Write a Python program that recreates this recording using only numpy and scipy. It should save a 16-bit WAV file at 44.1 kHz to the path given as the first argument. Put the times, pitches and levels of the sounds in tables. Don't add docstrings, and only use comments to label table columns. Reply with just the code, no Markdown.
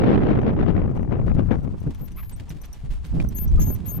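import sys
import numpy as np
from scipy import signal
from scipy.fft import rfft, irfft
from scipy.io import wavfile

SR = 44100
rng = np.random.default_rng(int(sys.argv[2]) if len(sys.argv) > 2 else 0)


def transcribe(signal):
    frames = np.atleast_2d(signal).T
    limited = np.clip(frames, -1, 1)
    pcm = np.round(limited * 32767).astype(np.int16)
    wavfile.write(sys.argv[1], SR, pcm)


N = 176400
T = np.arange(N) / SR
HZ = np.fft.rfftfreq(N, 1 / SR)

# (frequency [Hz], relative level [dB])
SAND_SPECTRUM = [(100, -5), (400, 8), (900, 2.5), (1800, 5.5), (3000, 4), (5000, -1.5), (9000, -7),
                 (13000, -11), (16000, -17)]


def wind(buffet_db=-2, boom_db=-22.5, full_rumble_db=-19.5, boom_growth=1.81, shared=0.15):
    # (time [s], level [dB])
    gusts_left = [(0, -13), (.08, -13.5), (.1, -9.5), (.19, -23), (.28, -14.5), (.41, -26.5), (.49, -17),
                  (.545, -27), (.61, -17), (.65, -25), (.68, -15), (.75, -27.5), (.772, -19), (.93, -35),
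                  (.98, -26), (1.06, -36), (1.15, -19), (1.25, -38.5), (1.28, -22), (1.34, -33.5),
                  (1.39, -16.5), (1.475, -41.5), (1.515, -16), (1.61, -44), (1.67, -30), (1.79, -56.5),
                  (1.875, -31), (1.94, -82), (2.02, -36.5), (2.1, -63), (3.12, -81), (3.205, -27),
                  (3.36, -75), (3.66, -40.5), (3.81, -57), (4, -40.5)]
    gusts_right = [(0, -22.5), (.14, -14.5), (.2, -25.5), (.27, -18.5), (.41, -27), (.5, -20), (0.54, -32),
                   (0.63, -20.5), (0.66, -44.5), (0.69, -36), (0.75, -60), (0.78, -24), (0.86, -40),
                   (0.9, -30), (0.92, -54), (0.98, -30), (1.07, -62), (1.09, -43.5), (1.22, -31),
                   (1.32, -67), (1.39, -28.5), (1.5, -66), (1.55, -29), (1.61, -48), (1.66, -35),
                   (1.72, -66), (1.74, -32), (1.81, -64), (3.07, -65), (3.17, -29.5), (3.27, -45.5),
                   (3.56, -45), (3.6, -31), (3.65, -69), (3.68, -34.5), (3.78, -45.5), (4.0, -42)]
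    # (time [s], level [dB])
    rumble_left = [(0, -55.5), (.68, -14.5), (.9, -23.5), (1.35, -17.5), (1.55, -19), (1.79, -26),
                   (1.87, -22), (1.96, -28), (2.55, -29.5), (2.75, -60), (3.2, -23), (3.4, -30),
                   (3.55, -23), (3.77, -37), (4, -21)]
    rumble_right = [(0, -17), (.77, -22), (1.06, -24.5), (1.38, -22.5), (2.1, -36), (2.75, -39),
                    (3.06, -29), (3.17, -18.5), (3.4, -25), (3.61, -18.5), (3.85, -24.5), (4, -21.5)]
    # (frequency [Hz], relative level [dB])
    sway_spectrum = [(10, -1), (28, 4.5), (65, 5), (130, -27.5), (600, -75.5)]
    boom_spectrum = [(35, -19.5), (100, 3), (170, -6), (380, -26.5), (2500, -95)]
    # (time [s], level [dB])
    sway_level = [(0, -28.5), (1.15, -31.5), (1.32, -23), (1.6, -31.5), (2.2, -34), (2.75, -38), (2.9, -23),
                  (3.05, -32.5), (3.2, -20), (3.35, -32.5), (3.56, -12), (3.8, -37.5)]
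    noise = rng.standard_normal((2, N)) + shared * rng.standard_normal(N)
    gust_db = np.array([curve(rumble_left), curve(rumble_right)]) - full_rumble_db
    sway = colour(noise, sway_spectrum) * amp(curve(sway_level))
    boom = colour(noise, boom_spectrum) * amp(boom_db + boom_growth * gust_db)
    return sway + boom + amp(buffet_db) * np.array([buffet(gusts_left), buffet(gusts_right)])


def buffet(gusts, full_gust_db=-16.5, flutter_db=7, flutter_hz=139, ceiling_db=6.5, knee_db=5):
    # (band centre [Hz], level re a full gust [dB], growth [dB per dB of gust], flutter depth [ratio])
    bands = [(175, -1.5, 0.63, 0.74), (272, -2, 0.98, 0.53), (559, -9.5, 1.09, 0.81),
             (930, -18, 0.93, 0.75), (1660, -22.5, 1.36, 1.1), (2920, -30.5, 1.48, 0.82),
             (4200, -40.5, 2.33, 1.4), (7170, -56, 0.91, 1.4)]
    gust_db = curve(gusts) - full_gust_db
    eddy_db = flutter_db * wander(flutter_hz)
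    spectrum = rfft(rng.standard_normal(N)) / (1 + (HZ / 3800) ** 4)
    centres = np.log([row[0] for row in bands])
    edges = np.r_[centres[0] - 1, centres, centres[-1] + .35]
    out = np.zeros(N)
    for k, (_, db, growth, depth) in enumerate(bands):
        triangle = np.interp(np.log(HZ + 1), edges[k:k + 3], [0, 1, 0])
        band = unit(irfft(spectrum * triangle, N))
        push_db = growth * gust_db + depth * eddy_db
        push_db -= knee_db * np.logaddexp(0, (push_db - ceiling_db) / knee_db)
        out += band * amp(full_gust_db + db + push_db)
    return out


def hooves(thud_hz=155, thud_s=.008, clod_db=-11, clod_band_hz=(157, 306), sand_pan_db=-1):
    # (time [s], thud level [dB], sand level [dB], spray decay [s])
    steps = [(1.86, -17, -58, 0.021), (1.905, -56, -44.5, 0.0078), (1.943, -55, -52.5, 0.018),
             (2.009, -28.5, -65, 0.025), (2.076, -53, -48.5, 0.012), (2.137, -35.5, -75, 0.027),
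             (2.397, -31.5, -40.5, 0.0079), (2.501, -30, -43, 0.018), (2.551, -34, -63, 0.057),
             (2.634, -48, -43.5, 0.016), (2.729, -70, -52.5, 0.06), (2.834, -28.5, -93, .03),
             (2.899, -32, -47.5, 0.041), (3.042, -33, -43, 0.021), (3.138, -22, -51.5, 0.03),
             (3.163, -21, -67, 0.017), (3.322, -42, -44.5, 0.0075), (3.379, -37, -45.5, 0.011),
             (3.538, -26, -71, 0.01), (3.593, -18.5, -47, 0.043), (3.674, -22, -75, 0.015),
             (3.796, -30, -58, 0.029), (3.964, -34, -76, 0.026)]
    thuds, crumble, spray = np.zeros((2, N)), np.zeros((1, N)), np.zeros((1, N))
    t = T[:SR // 2]
    age = t / thud_s
    for s, thud_db, sand_db, decay_s in steps:
        hz = thud_hz * np.exp(0.167 * rng.standard_normal())
        push = age * np.exp(1 - age) * np.sin(2 * np.pi * hz * t)
        add(thuds, s, amp(thud_db) * push)
        add(crumble, s, amp(thud_db) * age / 2 * np.exp(1 - age / 2))
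        attack = np.minimum(t / (.3 * decay_s), 1)
        add(spray, s, amp(sand_db) * attack * np.exp(-t / decay_s))
    hollow = signal.butter(2, clod_band_hz, "band", fs=SR, output="sos")
    clods = unit(signal.sosfilt(hollow, rng.standard_normal((2, N))))
    sand = colour(grains(per_s=4000), SAND_SPECTRUM)
    return thuds + amp(clod_db) * crumble * clods + pan(sand_pan_db) * spray * sand


def squeals(waver_hz=9, swell_db=1, settle_power=1.8, rasp_hz=900):
    # (time [s], length [s], start pitch [Hz], end pitch [Hz], level [dB], pan [dB], roughness [0-1])
    rubs = [(1.981, .03, 13900, 13400, -63, 14, .2), (2.007, 0.068, 13200, 12780, -51, 14.5, 0.1),
            (2.208, 0.115, 12950, 12720, -52, 9, 0.12), (3.573, .03, 1220, 1230, -43, 0, .2),
            (2.322, 0.036, 8260, 8300, -50, 2, 0.1), (3.346, 0.11, 12830, 13110, -45, 29, .02),
            (3.592, 0.162, 12900, 13080, -41.5, 18.5, .02), (3.856, 0.13, 12870, 13100, -44, 25.5, .02),
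            (3.361, 0.034, 6420, 6530, -44.5, -5, 0.1), (3.595, 0.056, 6380, 6500, -41.5, -4.5, 0.2),
            (3.611, 0.03, 6400, 6300, -40, -4, 0.54), (3.654, 0.06, 6550, 6500, -47, -5, .05),
            (3.876, 0.048, 6490, 6525, -46, -5, 0.1)]
    out = np.zeros((2, N))
    waver, rasp, swell = wander(hz=80), wander(rasp_hz), wander(hz=40)
    for s, length, from_hz, to_hz, db, pan_db, rough in rubs:
        t = np.arange(0, length, 1 / SR)
        at = (round(s * SR) + np.arange(len(t))) % N
        hz = to_hz + (from_hz - to_hz) * (1 - t / length) ** settle_power + waver_hz * waver[at]
        tone = np.sin(2 * np.pi * np.cumsum(hz) / SR) * (1 - rough + rough * rasp[at])
        envelope = amp(db + swell_db * swell[at]) * rub_envelope(t, length)
        add(out, s, pan(pan_db) * envelope * unit(tone))
    return out


def creaks(ring_hz=12680, sideband_gain=0.5, leather_band_hz=(850, 2400), ring_pan_db=7.5):
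    # (time [s], length [s], start rate [slips/s], middle rate [slips/s], end rate [slips/s], level [dB])
    stutters = [(2.16, 0.062, 837, 1233, 795, -48), (2.2207, 0.024, 1137, 897, 670, -50.5)]
    out = np.zeros((2, N))
    unsteady = .11 * wander(hz=900)
    leather = signal.butter(2, leather_band_hz, "band", fs=SR, output="sos")
    for s, length, first, middle, last, db in stutters:
        t = np.arange(0, length, 1 / SR)
        rate = np.polyval(np.polyfit([0, .5, 1], [first, middle, last], 2), t / length)
        slips = np.cumsum(rate * (1 + unsteady[:len(t)])) / SR
        ring_phase, slip_phase = 2 * np.pi * ring_hz * t, 2 * np.pi * slips
        ring = sum(sideband_gain ** abs(k) * np.sin(ring_phase + k * slip_phase) for k in range(-2, 2))
        ticks = np.diff(np.floor(slips), prepend=0) * rng.uniform(0.23, 1, len(t))
        rasp = unit(signal.sosfilt(leather, ticks)) * np.sin(np.pi * t / length)
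        add(out, s, amp(db) * (pan(ring_pan_db) * ring + rasp) * rub_envelope(t, length))
    return out


def clinks(detune_share=0.01, uneven_db=4, rise_s=0.00083, rattle=0.74, tick_db=-3, tick_s=0.0049):
    # (time [s], level [dB])
    touches = [(0.317, -78), (0.415, -68), (.519, -75), (0.967, -64), (1.024, -68), (1.429, -69),
               (1.517, -62), (1.579, -65), (1.631, -68), (1.8025, -62), (1.947, -63.5), (2.057, -61),
               (2.1194, -62.5), (2.361, -60.5), (2.4927, -50), (2.6155, -55), (2.652, -58), (2.729, -51),
               (3.065, -62), (3.24, -57.5), (3.287, -49.5), (3.478, -53.5), (3.748, -46), (3.769, -69)]
    # (frequency [Hz], relative level [dB], t60 [s])
    modes = [(5940, 3.5, 0.058), (9000, -4.5, 0.046), (9700, -7.5, 0.04), (12760, -2, 0.062),
             (13050, -8, .06)]
    # (time [s], pan [dB], brightness [dB/octave])
    pass_by = [(1.5, 4.5, 0), (2.55, 5, 6.5), (3.2, 2, -0.5)]
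    out, t = np.zeros((2, N)), T[:SR // 5]
    hz, db, t60 = np.transpose(modes)[:, :, None]
    when, pans, tilts = np.transpose(pass_by)
    treble = signal.butter(6, [hz.min(), hz.max()], "band", fs=SR, output="sos")
    attack = np.minimum(t / rise_s, 1)
    for s, level_db in touches:
        detune, uneven, phase = rng.standard_normal((3, len(modes), 1))
        tilt_db = np.interp(s, when, tilts) * np.log2(hz / hz[0])
        decays = amp(db + tilt_db + uneven_db * uneven - 60 * t / t60)
        partials = np.sin(2 * np.pi * (hz * (1 + detune_share * detune) * t + phase))
        ring = (decays * partials).sum(0)
        tick = amp(tick_db) * signal.sosfilt(treble, rng.standard_normal(len(t))) * np.exp(-t / tick_s)
        add(out, s, pan(np.interp(s, when, pans)) * amp(level_db) * (ring + tick) * attack)
    return out * (1 + rattle * np.array([wander(hz=300) for _ in out]))


def knocks(pan_db=-2, click_s=0.0041):
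    # (time [s], level [dB], ring pitch [Hz], t60 [s], relative click level [dB])
    hits = [(2.2955, -42, 9900, 0.01, 1), (3.2012, -26, 2420, 0.018, -0.5)]
    out, t = np.zeros((2, N)), T[:SR // 10]
    for s, db, hz, t60, click_db in hits:
        lowpass = signal.butter(2, min(1.13 * hz, 15000), fs=SR, output="sos")
        click = signal.sosfilt(lowpass, rng.standard_normal((2, len(t)))) * np.exp(-t / click_s)
        ring = np.sin(2 * np.pi * hz * t) * amp(-60 * t / t60)
        add(out, s, pan(pan_db) * amp(db) * (ring + amp(click_db) * click))
    return out


def air(shared=0.94, flicker_db=3, grit_db=-6, grit_per_s=1500, clump_db=5.0):
    # (frequency [Hz], relative level [dB])
    hiss_spectrum = [(60, 2.5), (400, 4.5), (900, 5.5), (1600, -4.5), (2800, -7.5), (4500, -13),
                     (9000, -17), (13500, -46.5), (16000, -32.5)]
    # (time [s], level [dB])
    bed_level = [(0, -69.5), (1.1, -64), (1.7, -59.5), (1.85, -57.5), (2.7, -57.5), (3.2, -56.5),
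                 (3.6, -53.5), (4, -55)]
    noise = rng.standard_normal((2, N)) + shared * rng.standard_normal(N)
    hiss = colour(noise, hiss_spectrum) * amp(flicker_db * wander(hz=30) - 1.5)
    grit = colour(grains(grit_per_s) * amp(clump_db * wander(hz=25)), SAND_SPECTRUM)
    return (hiss + amp(grit_db) * grit) * amp(curve(bed_level))


def grains(per_s, spread_db=5, shared=0.8):
    size = amp(spread_db * np.minimum(rng.exponential(1, (3, N)), np.pi))
    clicks = size * rng.standard_normal((3, N)) * (rng.random((3, N)) < per_s / SR)
    return clicks[:2] + shared * clicks[2]


def off_axis(x, lag_ms=0.11):
    delay = np.exp(-2j * np.pi * HZ * lag_ms / 1000)
    return np.array([irfft(rfft(x[0]) * delay, N), x[1]])


def rub_envelope(t, length, edge_s=.009):
    return np.clip(np.minimum(t, length - t) / edge_s, 0, 1)


def amp(db):
    return 10 ** (np.asarray(db) / 20)


def unit(x):
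    return x / np.sqrt(np.mean(x ** 2) + 1e-20)


def curve(points):
    return np.interp(T, *np.transpose(points))


def colour(x, points):
    hz, db = np.transpose(points)
    gain = amp(np.interp(np.log(HZ + 1), np.log(hz), db))
    return unit(irfft(rfft(x) * gain, N))


def wander(hz):
    return unit(irfft(rfft(rng.standard_normal(N)) / (1 + (HZ / hz) ** 4), N))


def pan(db):
    return amp(np.array([[db / 2], [-db / 2]]))


def add(mix, s, sound):
    part = mix[:, max(round(s * SR), 0):][:, :sound.shape[-1]]
    part += sound[..., :part.shape[1]]


def scene():
    return wind() + air() + hooves() + creaks() + clinks() + off_axis(knocks() + squeals())


def record(dry):
    high_cut = signal.firwin(511, cutoff=15800, window=("kaiser", 9), fs=SR)
    return signal.oaconvolve(dry, high_cut[None], "same")


dry = scene()
out = record(dry)
transcribe(out)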